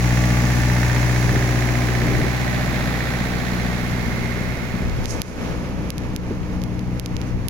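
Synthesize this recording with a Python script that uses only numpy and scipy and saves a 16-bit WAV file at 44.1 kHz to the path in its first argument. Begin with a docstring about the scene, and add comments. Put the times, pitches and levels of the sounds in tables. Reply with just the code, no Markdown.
"""A four-cylinder diesel on a trailer refrigeration unit runs at a steady speed in an open yard.
First the microphone is about 2 m from the open engine bay: clatter from noise swelling at each firing, hum from crank orders.
From 1.3 s to 2.3 s gusts, surges and dull bumps of filtered noise catch it; near 3 s it rounds the corner past the side grille.
At 4.3 s a side panel rings; from 4.9 s ticks ring the right port and duck the gain, with brief rubs from 5.1 s.
Alongside the trailer, out to 9.5 m, the clatter is faint and dull while the exhaust hum stays."""
import sys
import numpy as np
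from scipy import signal
from scipy.fft import rfft, irfft, next_fast_len
from scipy.io import wavfile
from scipy.ndimage import uniform_filter1d, minimum_filter1d

SR = 44100
rng = np.random.default_rng(int(sys.argv[2]) if len(sys.argv) > 2 else 0)


def file_out(sig):
    """Save sig as 16-bit WAV at sys.argv[1]."""
    # one column per channel
    cols = np.atleast_2d(sig).T
    # limit, then scale
    lim = np.clip(cols, -1, 1)
    pcm = np.round(lim * 32767).astype(np.int16)
    wavfile.write(sys.argv[1], SR, pcm)


N = 330309
TIME = np.arange(N) / SR

# Levels are relative settings; each source adds its own gain.
# walk away from the engine bay: [t/s, distance to the engine/m]
WALK = [(0, 1.94), (0.8, 1.96), (3.1, 2.71), (4.4, 3.9), (5.2, 5.64), (7.4, 9.5)]
# how far the trailer hides the engine: [t/s, 0 open bay .. 1 corner .. 2 alongside]
SHADOW = [(0, 0.41), (1.2, 0.44), (2.4, 0.88), (4.0, 1.19), (4.7, 1.23), (5.4, 2.15), (7.5, 2.245)]
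# steady breeze: [t/s, buffeting level/dB, rush level/dB]
BREEZE = [(0, -33, -30.5), (1.8, -32, -31.5), (2.9, -53, -28.5), (4.2, -29.5, -28), (5.1, -31, -30),
          (7.4, -27.5, -31.5)]
# gusts on top of it: [t/s, half length/s, buffeting level/dB, rush level/dB]
GUSTS = [(.17, .22, -33, -35), (1.33, 0.056, -20, -23.5), (2.093, 0.12, -28, -27), (2.207, .055, -19, -25),
         (4.0, 0.14, -27, -47), (4.955, 0.15, -20.5, -40), (5.444, 0.03, -45, -31.5),
         (5.805, 0.054, -41, -30.5), (6.29, 0.42, -30, -44), (7.43, 0.11, -22.5, -46)]
# spectrum of the buffeting: [f/Hz, level/dB]
BUFFET_SPECTRUM = [(10, -26), (22, 0), (35, -0.5), (60, -6.5), (95, 0), (135, -4), (220, -40), (800, -110)]
# spectrum of the rushing air: [f/Hz, level/dB]
RUSH_SPECTRUM = [(80, -2), (115, -15.5), (155, 3), (250, -2.5), (330, -9), (430, -13), (560, -16),
                 (900, -20.5), (2000, -32)]
# air surging across the microphone: [t of breaking off/s, build-up/s, level/dB]
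SURGES = [(1.39, .08, -33), (1.93, .06, -32), (2.11, .1, -28.5), (2.272, .1, -26)]
# dull bumps on the microphone: [t/s, level/dB]
BUMPS = [(1.335, -22), (2.04, -22), (2.215, -23), (2.238, -21), (6.305, -19.5)]
# ticks at the right port: [t/s, level/dB, extra drive of the top two resonances/dB]
TICKS = [(4.897, -21, -8), (5.0424, -22, -3), (5.057, -6.5, -4), (5.2182, 2, 2.5), (5.9041, -5.5, 2.5),
         (5.9814, -15, 1), (6.1626, -8, 1), (6.6182, -21, -7), (6.6377, -18.5, 2), (6.7932, -22.5, -4),
         (6.9973, -9, 3.5), (7.0604, -10, -3), (7.1667, -11.5, -10), (7.2152, -18.5, -6), (7.4843, -3, 7.5)]
# a finger brushing the port: [t/s, level/dB, time constant of swell and fade/s]
RUBS = [(5.108, -26.5, 0.027), (5.28, -38, 0.058), (7.275, -49, 0.027)]
# resonances of the microphone port: [f/Hz, width/Hz, level/dB]
PORT_RESONANCES = [(2600, 1400, -2), (5000, 2400, -2), (6600, 700, -1), (10900, 1800, -8),
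                   (14800, 2500, -18)]
# likeness of the two channels: [f/Hz, coherence]
LIKENESS = [(40, 0.057), (130, 0.33), (290, 0.75), (640, 0.64), (1400, 0.98), (2100, 0.48), (3000, 0.05),
            (15000, 0.05)]
# phase by which the left port leads the right: [f/Hz, phase/rad]
LEFT_LEAD = [(60, 0.015), (200, 0.0078), (650, -0.2), (1500, 1.64), (2200, 1.51)]
# ring of the injectors: [f/Hz, t60/s]
INJECTOR_MODES = [(3480, .02), (3720, .024), (3990, .018)]
# ring of the block under the hard knock: [f/Hz, t60/s]
KNOCK_MODES = [(1660, .02), (1775, .05), (1850, .052), (1945, .04), (2100, .022)]
# openings that beam the knock: [t of passing/s, half the time in the beam/s, level/dB]
KNOCK_BEAMS = [(.9, .22, 5), (2.9, .7, 4)]
# engine colour at the open bay, the corner and alongside, per port: [f/Hz, level/dB]
BAY_LEFT = [(300, 1), (450, 0.5), (650, 0), (900, -2), (1500, -12), (1850, -6), (2550, -1.5), (3000, -6),
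            (5000, -8), (6900, -5.5), (8000, -15.5), (12000, -24), (15700, -34)]
BAY_RIGHT = [(300, 12), (480, -11), (650, 4.5), (950, -3.5), (1300, 0.5), (1850, -1), (2200, 2.5),
             (3000, -8.5), (6500, -4), (7600, -21), (9500, -16), (10800, -12), (13800, -21), (15500, -11)]
CORNER_LEFT = [(300, -1), (500, 1.5), (700, -5.5), (1400, -2), (1850, -8), (2600, -2), (3200, -8),
               (5000, -14.5), (6900, -13), (8000, -23), (12000, -31), (15700, -35)]
CORNER_RIGHT = [(300, 5), (620, 7), (1000, 1.5), (1400, 3.5), (1850, 7.5), (2150, 7), (2900, -7),
                (4200, -6), (6600, -18), (7800, -25), (9500, -24.5), (10800, -16), (14000, -23),
                (15500, -19)]
SIDE_LEFT = [(300, -3), (500, 13.5), (700, -7), (1400, -2), (1850, -1), (2400, -5), (3500, -7),
             (5000, -11.5), (6900, -13), (8000, -23.5), (12000, -31), (15700, -44)]
SIDE_RIGHT = [(300, 14), (500, 12), (780, 7.5), (1350, 5), (1650, 0.5), (2300, 3), (3300, -6.5),
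              (6500, -10), (7700, -25), (9500, -22.5), (10900, -14), (13500, -26), (15500, -22)]
# belt-driven fans and alternator: [f/Hz, level/dB, left minus right/dB]
FAN_TONES = [(233.8, -35, 1), (250.2, -39, 7), (446, -52.5, -1.5)]
# weaker crank orders, each with its own beam: [order, level/dB, t of passing/s, half the time in it/s]
OVERTONES = [(4.5, -31, 1.8, 5.1), (5.5, -39, 1.5, 2.2), (13, -42, 1.4, .8), (13, -40, 4.2, .6),
             (14, -45, 1.4, 1), (15, -42, .3, .4), (18, -44, 1.6, .4), (19, -45, 1.3, .8),
             (20, -41.5, .4, .7), (20, -39, 2.7, .5), (21, -39, 2.4, 1), (22, -43, .3, .4),
             (23, -37, 1.7, .4), (23, -39, 3.5, .4), (24, -41, 1.2, .7), (26, -43, 2, 2.5),
             (28, -43, .6, .7), (30, -43, .8, .6), (32, -42, 1, .55), (34, -46, 2.2, 2), (38, -43, .3, .35),
             (51.5, -42, .9, .35), (51.5, -41, 3.4, .4), (54, -41, 1.6, .4), (58, -42, .7, .8),
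             (60, -43, .7, .6), (60, -43, 2.7, .5), (63, -42, 2.6, .6), (66.5, -43, 1.8, .5),
             (68, -43, .9, .35), (72, -45, 1.3, .7)]
# strong crank orders: [order, level/dB, share of the exhaust's fall, standing-wave swing/dB,
# t of a crest/s, time between crests/s]
STRONG_ORDERS = [(2, -22, 0.8, 1, 0.091, 2.97), (3, -40, 0.35, -3, 5.1, 1.8), (4, -17, 1.12, 0.5, 1.5, 4.6),
                 (6, -29.5, 0.35, 2.5, 0.11, 3.27), (8, -39.5, 0.15, 1, 0.9, 2.7),
                 (10, -35, 0.51, 3.5, 1.4, 4.8), (12, -38.5, 0.69, 5, 2.01, 3.1),
                 (14, -52.5, 0.47, -1, 0.95, 2)]
# exhaust hum, falling as the roof edge hides the pipe: [t/s, level/dB]
EXHAUST = [(0, -1.5), (1.7, -4), (2.8, -10.5), (4.1, -10.5), (5.2, -17.5), (6.8, -13.5)]

CRANK_HZ = 30.36
KNOCK_CYLINDER_DB, INJECTOR_CYLINDER_DB = (-10, -12, 0, -9), (-2, -1, 2, -2)   # in firing order
FIRING_VARY_DB = 1.2   # no two firings are equally strong
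FIRING_LAG_TURNS, FIRING_JITTER_S = .235, .0004
BOOM_LAG_S, BOOM_REACH_M = 0.0042, (2.4, 4.2)   # full lag up to the first distance, none past the second
PORT_LAG_S = 0.000082   # the hum reaches the right port this much later
CLATTER_DB, HISS_DB = -23, -28   # source settings before the distance loss
FAN_BEAM_DB, FAN_BEAM_S, FAN_BEAM_HALF_S = 3, 3.46, 1.53   # the side grille beams the fan hiss
PANEL_HZ, PANEL_WIDTH_HZ, PANEL_BEAM_S, PANEL_BEAM_HALF_S = 2160, 61, 4.3, 0.5
WAFT_DB = 0.92   # moving air makes the hidden engine swell and sink
THROB = 0.35   # depth of the firings in the rush of air
CUTOFF_HZ = 15900


def from_db(db):
    """Amplitude factor of a level in dB."""
    return 10 ** (np.asarray(db) / 20)


def rms_one(x):
    """Scale to an RMS of one."""
    return x / np.sqrt(np.mean(x ** 2) + 1e-20)


def in_time(rows):
    """Each column of a curve at every sample."""
    s, *columns = np.transpose(rows)
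    return [np.interp(TIME, s, c) for c in columns]


def at_hz(points, hz):
    """A spectrum read on a log-frequency axis."""
    f, value = np.transpose(points)
    return np.interp(np.log(hz + 1e-3), np.log(f), value)


def drift(rate_hz):
    """Slow random wander of unit RMS, computed every 100 samples."""
    r = np.exp(-200 * np.pi * rate_hz / SR)
    noise = rng.standard_normal(N // 100 + 2002)
    slow = signal.lfilter([1], [1, -2 * r, r * r], noise)[2000:]   # drop the filter's start
    return np.interp(np.arange(N) / 100, np.arange(len(slow)), rms_one(slow))


def lobe(s, half_s):
    """A bell in time, 0 to 1: passing a beam of sound, or a gust coming and going."""
    return np.exp(-((TIME - s) / half_s) ** 2)


def pan(left_minus_right_db):
    """Gains of the left and right channel."""
    return from_db([[left_minus_right_db / 2], [-left_minus_right_db / 2]])


def cut(x, hz, kind, order=2):
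    """Butterworth filter."""
    return signal.sosfilt(signal.butter(order, hz, kind, fs=SR, output="sos"), x)


def coloured(pair, left, right):
    """Two unrelated noises become stereo with the given spectra, port likeness and phase lead."""
    size = next_fast_len(N)
    hz = np.arange(size // 2 + 1) * SR / size
    mid, side = rfft(pair, size)
    alike = np.clip(at_hz(LIKENESS, hz), -1, 1)
    both = np.sqrt(1 + alike) * mid + np.sqrt(1 - alike) * side * [[1], [-1]]
    both[1] *= np.exp(-1j * at_hz(LEFT_LEAD, hz))
    return irfft(both * from_db([at_hz(left, hz), at_hz(right, hz)]), size)[:, :N]


def air_flow():
    """Strength of buffeting and of rush: each gust swells and dies on top of the breeze."""
    power = from_db(in_time(BREEZE)) ** 2
    for s, half_s, buffet_db, rush_db in GUSTS:
        power = power + from_db([[buffet_db], [rush_db]]) ** 2 * lobe(s, half_s)
    return np.sqrt(power)


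def wind(turns, lumps_db=2.0, flutter_db=1.0, buffet_gain_db=-4.5, rush_gain_db=0.0, apart=0.43, left_db=0.53):
    """Lumpy bass buffeting, partly each port's own, and a rush of air and exhaust gas throbbing with firings."""
    buffeting, rushing = air_flow()
    eddies = rms_one(cut(rng.standard_normal((2, N)), [20, 70], "band"))
    shared = rms_one(coloured(rng.standard_normal((2, N)), BUFFET_SPECTRUM, BUFFET_SPECTRUM))
    buffet = (shared + apart * eddies) * rms_one(from_db(lumps_db * drift(15)))
    rush = cut(coloured(rng.standard_normal((2, N)), RUSH_SPECTRUM, RUSH_SPECTRUM), 1280, "low")
    rush = rms_one(rush * from_db(flutter_db * drift(34)))
    rush = rms_one(rush * (1 + THROB * np.cos(4 * np.pi * turns)))   # two firings a turn
    # the left port takes more of the air, most of all alongside the trailer
    lean = from_db(left_db * (in_time(SHADOW)[0] + 1.0) * np.array([[1], [-1]]))
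    return (from_db(buffet_gain_db) * buffeting * buffet + from_db(rush_gain_db) * rushing * rush) * lean


def surges(band_hz=(220, 470), stop_s=.012, apart=.5):
    """Air catches the edge of the microphone: a hollow roar builds and breaks off."""
    push = sum(from_db(db) * np.exp(-np.maximum((s - TIME) / build_s, (TIME - s) / stop_s))
               for s, build_s, db in SURGES)
    air = rng.standard_normal(N) + apart * rng.standard_normal((2, N))
    return push * rms_one(cut(air, band_hz, "band", order=3))


def bumps(decay_s=.014, low_hz=150, high_hz=480):
    """Each bump on the microphone is a short, dull puff of noise that starts at once and dies away."""
    push = sum(from_db(db) * (TIME >= s) * np.exp(-np.abs(TIME - s) / decay_s) for s, db in BUMPS)
    puff = rms_one(cut(rng.standard_normal(N), [low_hz, high_hz], "band"))
    return cut(push * puff, 520, "low", order=6)


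def port(x, bright):
    """The resonances of the microphone port, in parallel; the top two have their own drive."""
    out = 0
    for k, (hz, width_hz, db) in enumerate(PORT_RESONANCES):
        r = np.exp(-np.pi * width_hz / SR)
        drive = (bright if k > 2 else x) + 1e-18
        poles = [1, -2 * r * np.cos(2 * np.pi * hz / SR), r * r]
        ring = signal.lfilter([(1 - r * r) / 2, 0, (r * r - 1) / 2], poles, drive)
        out = out + (-1) ** k * from_db(db) * ring
    return out


def handling(tick_db=3.5, grain_db=-1.5, leak_db=-30, rub_hz=(5400, 9500)):
    """Sharp ticks and grainy rubs ring the right port and barely reach the left."""
    clicks = np.zeros((2, N))   # drives of the lower and of the top resonances
    for s, db, bright_db in TICKS:
        clicks[:, min(round(s * SR), N - 1)] = from_db(db + tick_db) * from_db([0, bright_db])
    height = np.abs(port(signal.unit_impulse(64), signal.unit_impulse(64))).max()
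    friction = cut(rng.standard_normal(N), rub_hz, "band") * from_db(grain_db * drift(120))
    pressure = sum(from_db(db) * np.exp(-np.abs(TIME - s) / swell_s) for s, db, swell_s in RUBS)
    rub = pressure * rms_one(port(friction, friction))
    return (port(*clicks) / height + rub) * from_db([[leak_db], [0]])


def crank(wander=.0004):
    """Turns of the crankshaft; the governor holds the speed almost still."""
    return np.cumsum(CRANK_HZ * (1 + wander * drift(1.5))) / SR


def rattle(turns, repeat, knock_depth, knock_decay, cylinder_db, count=6):
    """Valves and injectors make nearly the same rattle every two turns, swelling at each firing."""
    size = round(2 * SR / CRANK_HZ)
    place = (turns / 2 % 1 * size).astype(int)
    # the pattern that is heard changes slowly as the microphone moves
    same, patterns = 0, irfft(np.exp(2j * np.pi * rng.random((count, 2, size // 2 + 1))), size)
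    for k, pattern in enumerate(rms_one(patterns)):
        away = np.clip(np.abs(np.linspace(0, count - 1, N) - k), 0, 1)
        same = same + np.cos(np.pi / 2 * away) * pattern[:, place]
    share = np.clip(repeat, 0, 1)
    noise = np.sqrt(share) * same + np.sqrt(1 - share) * rng.standard_normal((2, N))
    firing, since = np.divmod(2 * turns, 1)   # since: fraction of a firing interval
    firing = firing.astype(int)
    vary = from_db(FIRING_VARY_DB * rng.standard_normal(N // 100))
    strength = from_db(cylinder_db)[firing % len(cylinder_db)] * vary[firing]
    swell = 1 + knock_depth * strength * np.exp(-since / knock_decay)
    return noise * swell / np.sqrt(uniform_filter1d(swell ** 2, size=size))


def struck(turns, modes, cylinder_db, vary_db, chatter_s, chatter_share=.25):
    """Each firing strikes a set of modes: a clean blow and a brief chatter, so no two strokes ring alike."""
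    at = np.flatnonzero(np.diff(np.floor(2 * turns)) > 0)
    jitter = (FIRING_JITTER_S * SR * rng.standard_normal(len(at))).astype(int)
    at = np.clip(at + jitter, 0, N - 1)
    blows = np.zeros(N)
    blows[at] = from_db(np.resize(cylinder_db, len(at)) + vary_db * rng.standard_normal(len(at)))
    r = np.exp(-1 / (chatter_s * SR))
    chatter = signal.lfilter([np.sqrt(1 - r * r)], [1, -r], blows) * rng.standard_normal((2, N))
    drive = np.sqrt(1 - chatter_share) * blows + np.sqrt(chatter_share) * chatter + 1e-18
    out = 0
    for hz, t60_s in modes:
        r, w = from_db(-60 / (t60_s * SR)), 2 * np.pi * hz / SR
        out = out + signal.lfilter([0, np.sin(w)], [1, -2 * r * np.cos(w), r * r], drive)
    return out


def panel(turns, near_db, ring_db=-35.0, pan_db=-9.0):
    """The engine's rattle shakes a side panel, which rings unevenly and is heard only just past the corner."""
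    shake = rattle(turns, repeat=0.69, knock_depth=0.3, knock_decay=0.3, cylinder_db=(0, 0, 0, 0))
    band_hz = [PANEL_HZ - PANEL_WIDTH_HZ / 2, PANEL_HZ + PANEL_WIDTH_HZ / 2]
    ring = rms_one(cut(shake, band_hz, "band", order=1))
    uneven_db = 1.5 * drift(14)
    beam = lobe(PANEL_BEAM_S, PANEL_BEAM_HALF_S)
    return ring * beam * from_db(ring_db + near_db + uneven_db) * pan(pan_db)


def injectors(turns, near_db, tick_db=-40.0, beam_db=6.0, beam_s=3.1, beam_half_s=1.2):
    """The injectors tick once a firing, clearest through the side grille."""
    ticks = struck(turns, INJECTOR_MODES, INJECTOR_CYLINDER_DB, vary_db=1.0, chatter_s=.003)
    in_sight = np.clip(2 - in_time(SHADOW)[0], 0, 1)
    return ticks * in_sight * from_db(tick_db + near_db + beam_db * lobe(beam_s, beam_half_s))


def hard_knock(turns, near_db, knock_db=-30.0, pan_db=-4.0):
    """The cylinders knock on the block, one far harder than the rest; beamed by the bay and the side grille."""
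    knocks = struck(turns, KNOCK_MODES, KNOCK_CYLINDER_DB, vary_db=1.0, chatter_s=.004)
    in_sight = np.clip(1.7 - in_time(SHADOW)[0], 0, 1)
    beam_db = sum(db * lobe(s, half_s) for s, half_s, db in KNOCK_BEAMS)
    return knocks * in_sight * from_db(knock_db + near_db + beam_db) * pan(pan_db)


def clatter(turns, clatter_db, hiss_db, ring_hz=1450, split_hz=3000, valve_hz=4500,
            body_db=4.0, knock_db=4.0, valve_db=5.5, hiss_gain_db=9.0):
    """The block growls and knocks, the valves tick and the fans hiss; the trailer shades them all."""
    shadow, = in_time(SHADOW)
    direct = 1 / (1 + shadow ** 2)   # out of sight, echoes smear the beats
    uneven = (-1.1, 0.88, 0.78, -0.99)   # dB of each cylinder
    body = rattle(turns, repeat=.68, knock_depth=0.49 * direct, knock_decay=0.78, cylinder_db=uneven)
    knock = rattle(turns, repeat=.55, knock_depth=0.7 * direct, knock_decay=.6,
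                   cylinder_db=(-3.0, -6.0, 4.0, 1.0))
    valves = rattle(turns, repeat=.4, knock_depth=.4 * np.sqrt(direct), knock_decay=.4,
                    cylinder_db=(-2.0, -2.0, 4.0, -1.0))
    hiss = rattle(turns, repeat=0.16, knock_depth=0.76 * np.sqrt(direct), knock_decay=0.18, cylinder_db=uneven)
    block = from_db(body_db) * cut(body, ring_hz, "low", order=4)
    block = block + from_db(knock_db) * cut(knock, [ring_hz, split_hz], "band", order=3)
    top = from_db(valve_db) * cut(valves, [split_hz, valve_hz], "band", order=3)
    top = top + from_db(hiss_gain_db) * cut(hiss, valve_hz, "high", order=6)
    source = from_db(clatter_db) * block + from_db(hiss_db) * top
    views = [(BAY_LEFT, BAY_RIGHT), (CORNER_LEFT, CORNER_RIGHT), (SIDE_LEFT, SIDE_RIGHT)]
    heard = sum(np.clip(1 - np.abs(shadow - k), 0, 1) * coloured(source, *view)
                for k, view in enumerate(views))
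    waft_db = WAFT_DB * np.maximum(shadow - 1, 0) * drift(3.9)
    return from_db(3.5 + waft_db) * cut(heard, 184, "high")


def tone(turns, db, waver_db, pan_db, spread_rad):
    """One line; echoes from ground and trailer make it waver, its phase oppositely in each channel."""
    phase = 2 * np.pi * turns + spread_rad * drift(0.74) * np.array([[1], [-1]])
    return np.sqrt(2) * from_db(db + waver_db * drift(2.1)) * pan(pan_db) * np.cos(phase)


def fans(turns, near_db):
    """Belt-driven fans and alternator whine in step with the crank and fade with distance."""
    return sum(tone(hz * turns / CRANK_HZ + rng.random(), db + near_db,
                    waver_db=3.5, pan_db=pan_db, spread_rad=0.36) for hz, db, pan_db in FAN_TONES)


def overtones(turns, near_db, shade_db=1.0, shade_hz=1800, off_beam_db=-14.0):
    """Weaker crank orders come and go as their beams are passed; past the corner the higher ones fade more."""
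    hidden = np.maximum(in_time(SHADOW)[0] - 1, 0)
    out = 0
    for order, db, s, half_s in OVERTONES:
        beam_db = off_beam_db * (1 - lobe(s, half_s))
        loss_db = shade_db * hidden * order * CRANK_HZ / shade_hz
        out = out + tone(order * turns + rng.random(), db + near_db + beam_db - loss_db,
                         waver_db=1.5, pan_db=-4.0 * (order > 13), spread_rad=0.45)
    return out


def standing_wave(crest_s, spacing_s):
    """The walk passes through the crests and troughs that ground and trailer set up for a low tone."""
    return np.cos(2 * np.pi * (TIME - crest_s) / spacing_s)


def exhaust_hum(turns):
    """Two sharp exhaust puffs a turn give the deep beat: strong crank orders, in step near the bay."""
    exhaust_db, = in_time(EXHAUST)
    hidden = np.maximum(in_time(SHADOW)[0] - 1, 0)
    arriving = turns - CRANK_HZ * PORT_LAG_S * np.array([[0], [1]])
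    # near the bay the casing's boom drags the lowest order
    boom_lag = CRANK_HZ * BOOM_LAG_S * np.interp(in_time(WALK)[0], BOOM_REACH_M, [1, 0])
    out = 0
    for order, db, share, swing_db, crest_s, spacing_s in STRONG_ORDERS:
        # far off, echoes scatter the phases of the higher orders
        scatter = hidden * rng.uniform(-.5, .5) * (order > 5)
        order_turns = order * (arriving - boom_lag * (order < 2.5)) + scatter
        level_db = db + share * exhaust_db + swing_db * standing_wave(crest_s, spacing_s)
        out = out + tone(order_turns, level_db, waver_db=0.5, pan_db=3.0, spread_rad=0.041)
    return out


def scene():
    """One crankshaft drives every engine layer; wind, surges, bumps and handling arise at the microphone."""
    turns = crank()
    fired = turns - FIRING_LAG_TURNS
    spread_db = -20 * np.log10(in_time(WALK)[0])   # loss with distance, re 1 m
    near_db = spread_db - spread_db.max()   # re the nearest point of the walk
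    hiss_db = HISS_DB + spread_db + FAN_BEAM_DB * lobe(FAN_BEAM_S, FAN_BEAM_HALF_S)
    at_microphone = wind(turns) + surges() + bumps() + handling()
    details = panel(fired, near_db) + injectors(fired, near_db) + hard_knock(fired, near_db)
    rattling = clatter(fired, CLATTER_DB + spread_db, hiss_db)
    tones = fans(turns, near_db) + overtones(turns, near_db) + exhaust_hum(turns)
    return at_microphone + details + rattling + tones


def record(dry, threshold_db=-15, slope=.45, release_db_per_s=48):
    """Gain control ducks at once on sharp treble peaks and recovers slowly; the top is cut."""
    peak_db = 20 * np.log10(np.abs(cut(dry, 2360, "high")).max(axis=0) + 1e-9)
    over_db = slope * np.maximum(peak_db - threshold_db, 0)
    duck_db = np.maximum.accumulate(over_db + release_db_per_s * TIME) - release_db_per_s * TIME
    gain_db = uniform_filter1d(minimum_filter1d(-duck_db, size=260), size=130)
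    top_cut = signal.ellip(10, .2, 80, CUTOFF_HZ, fs=SR, output="sos")
    return signal.sosfilt(top_cut, dry * from_db(gain_db))


dry = scene()
out = record(dry)
file_out(out)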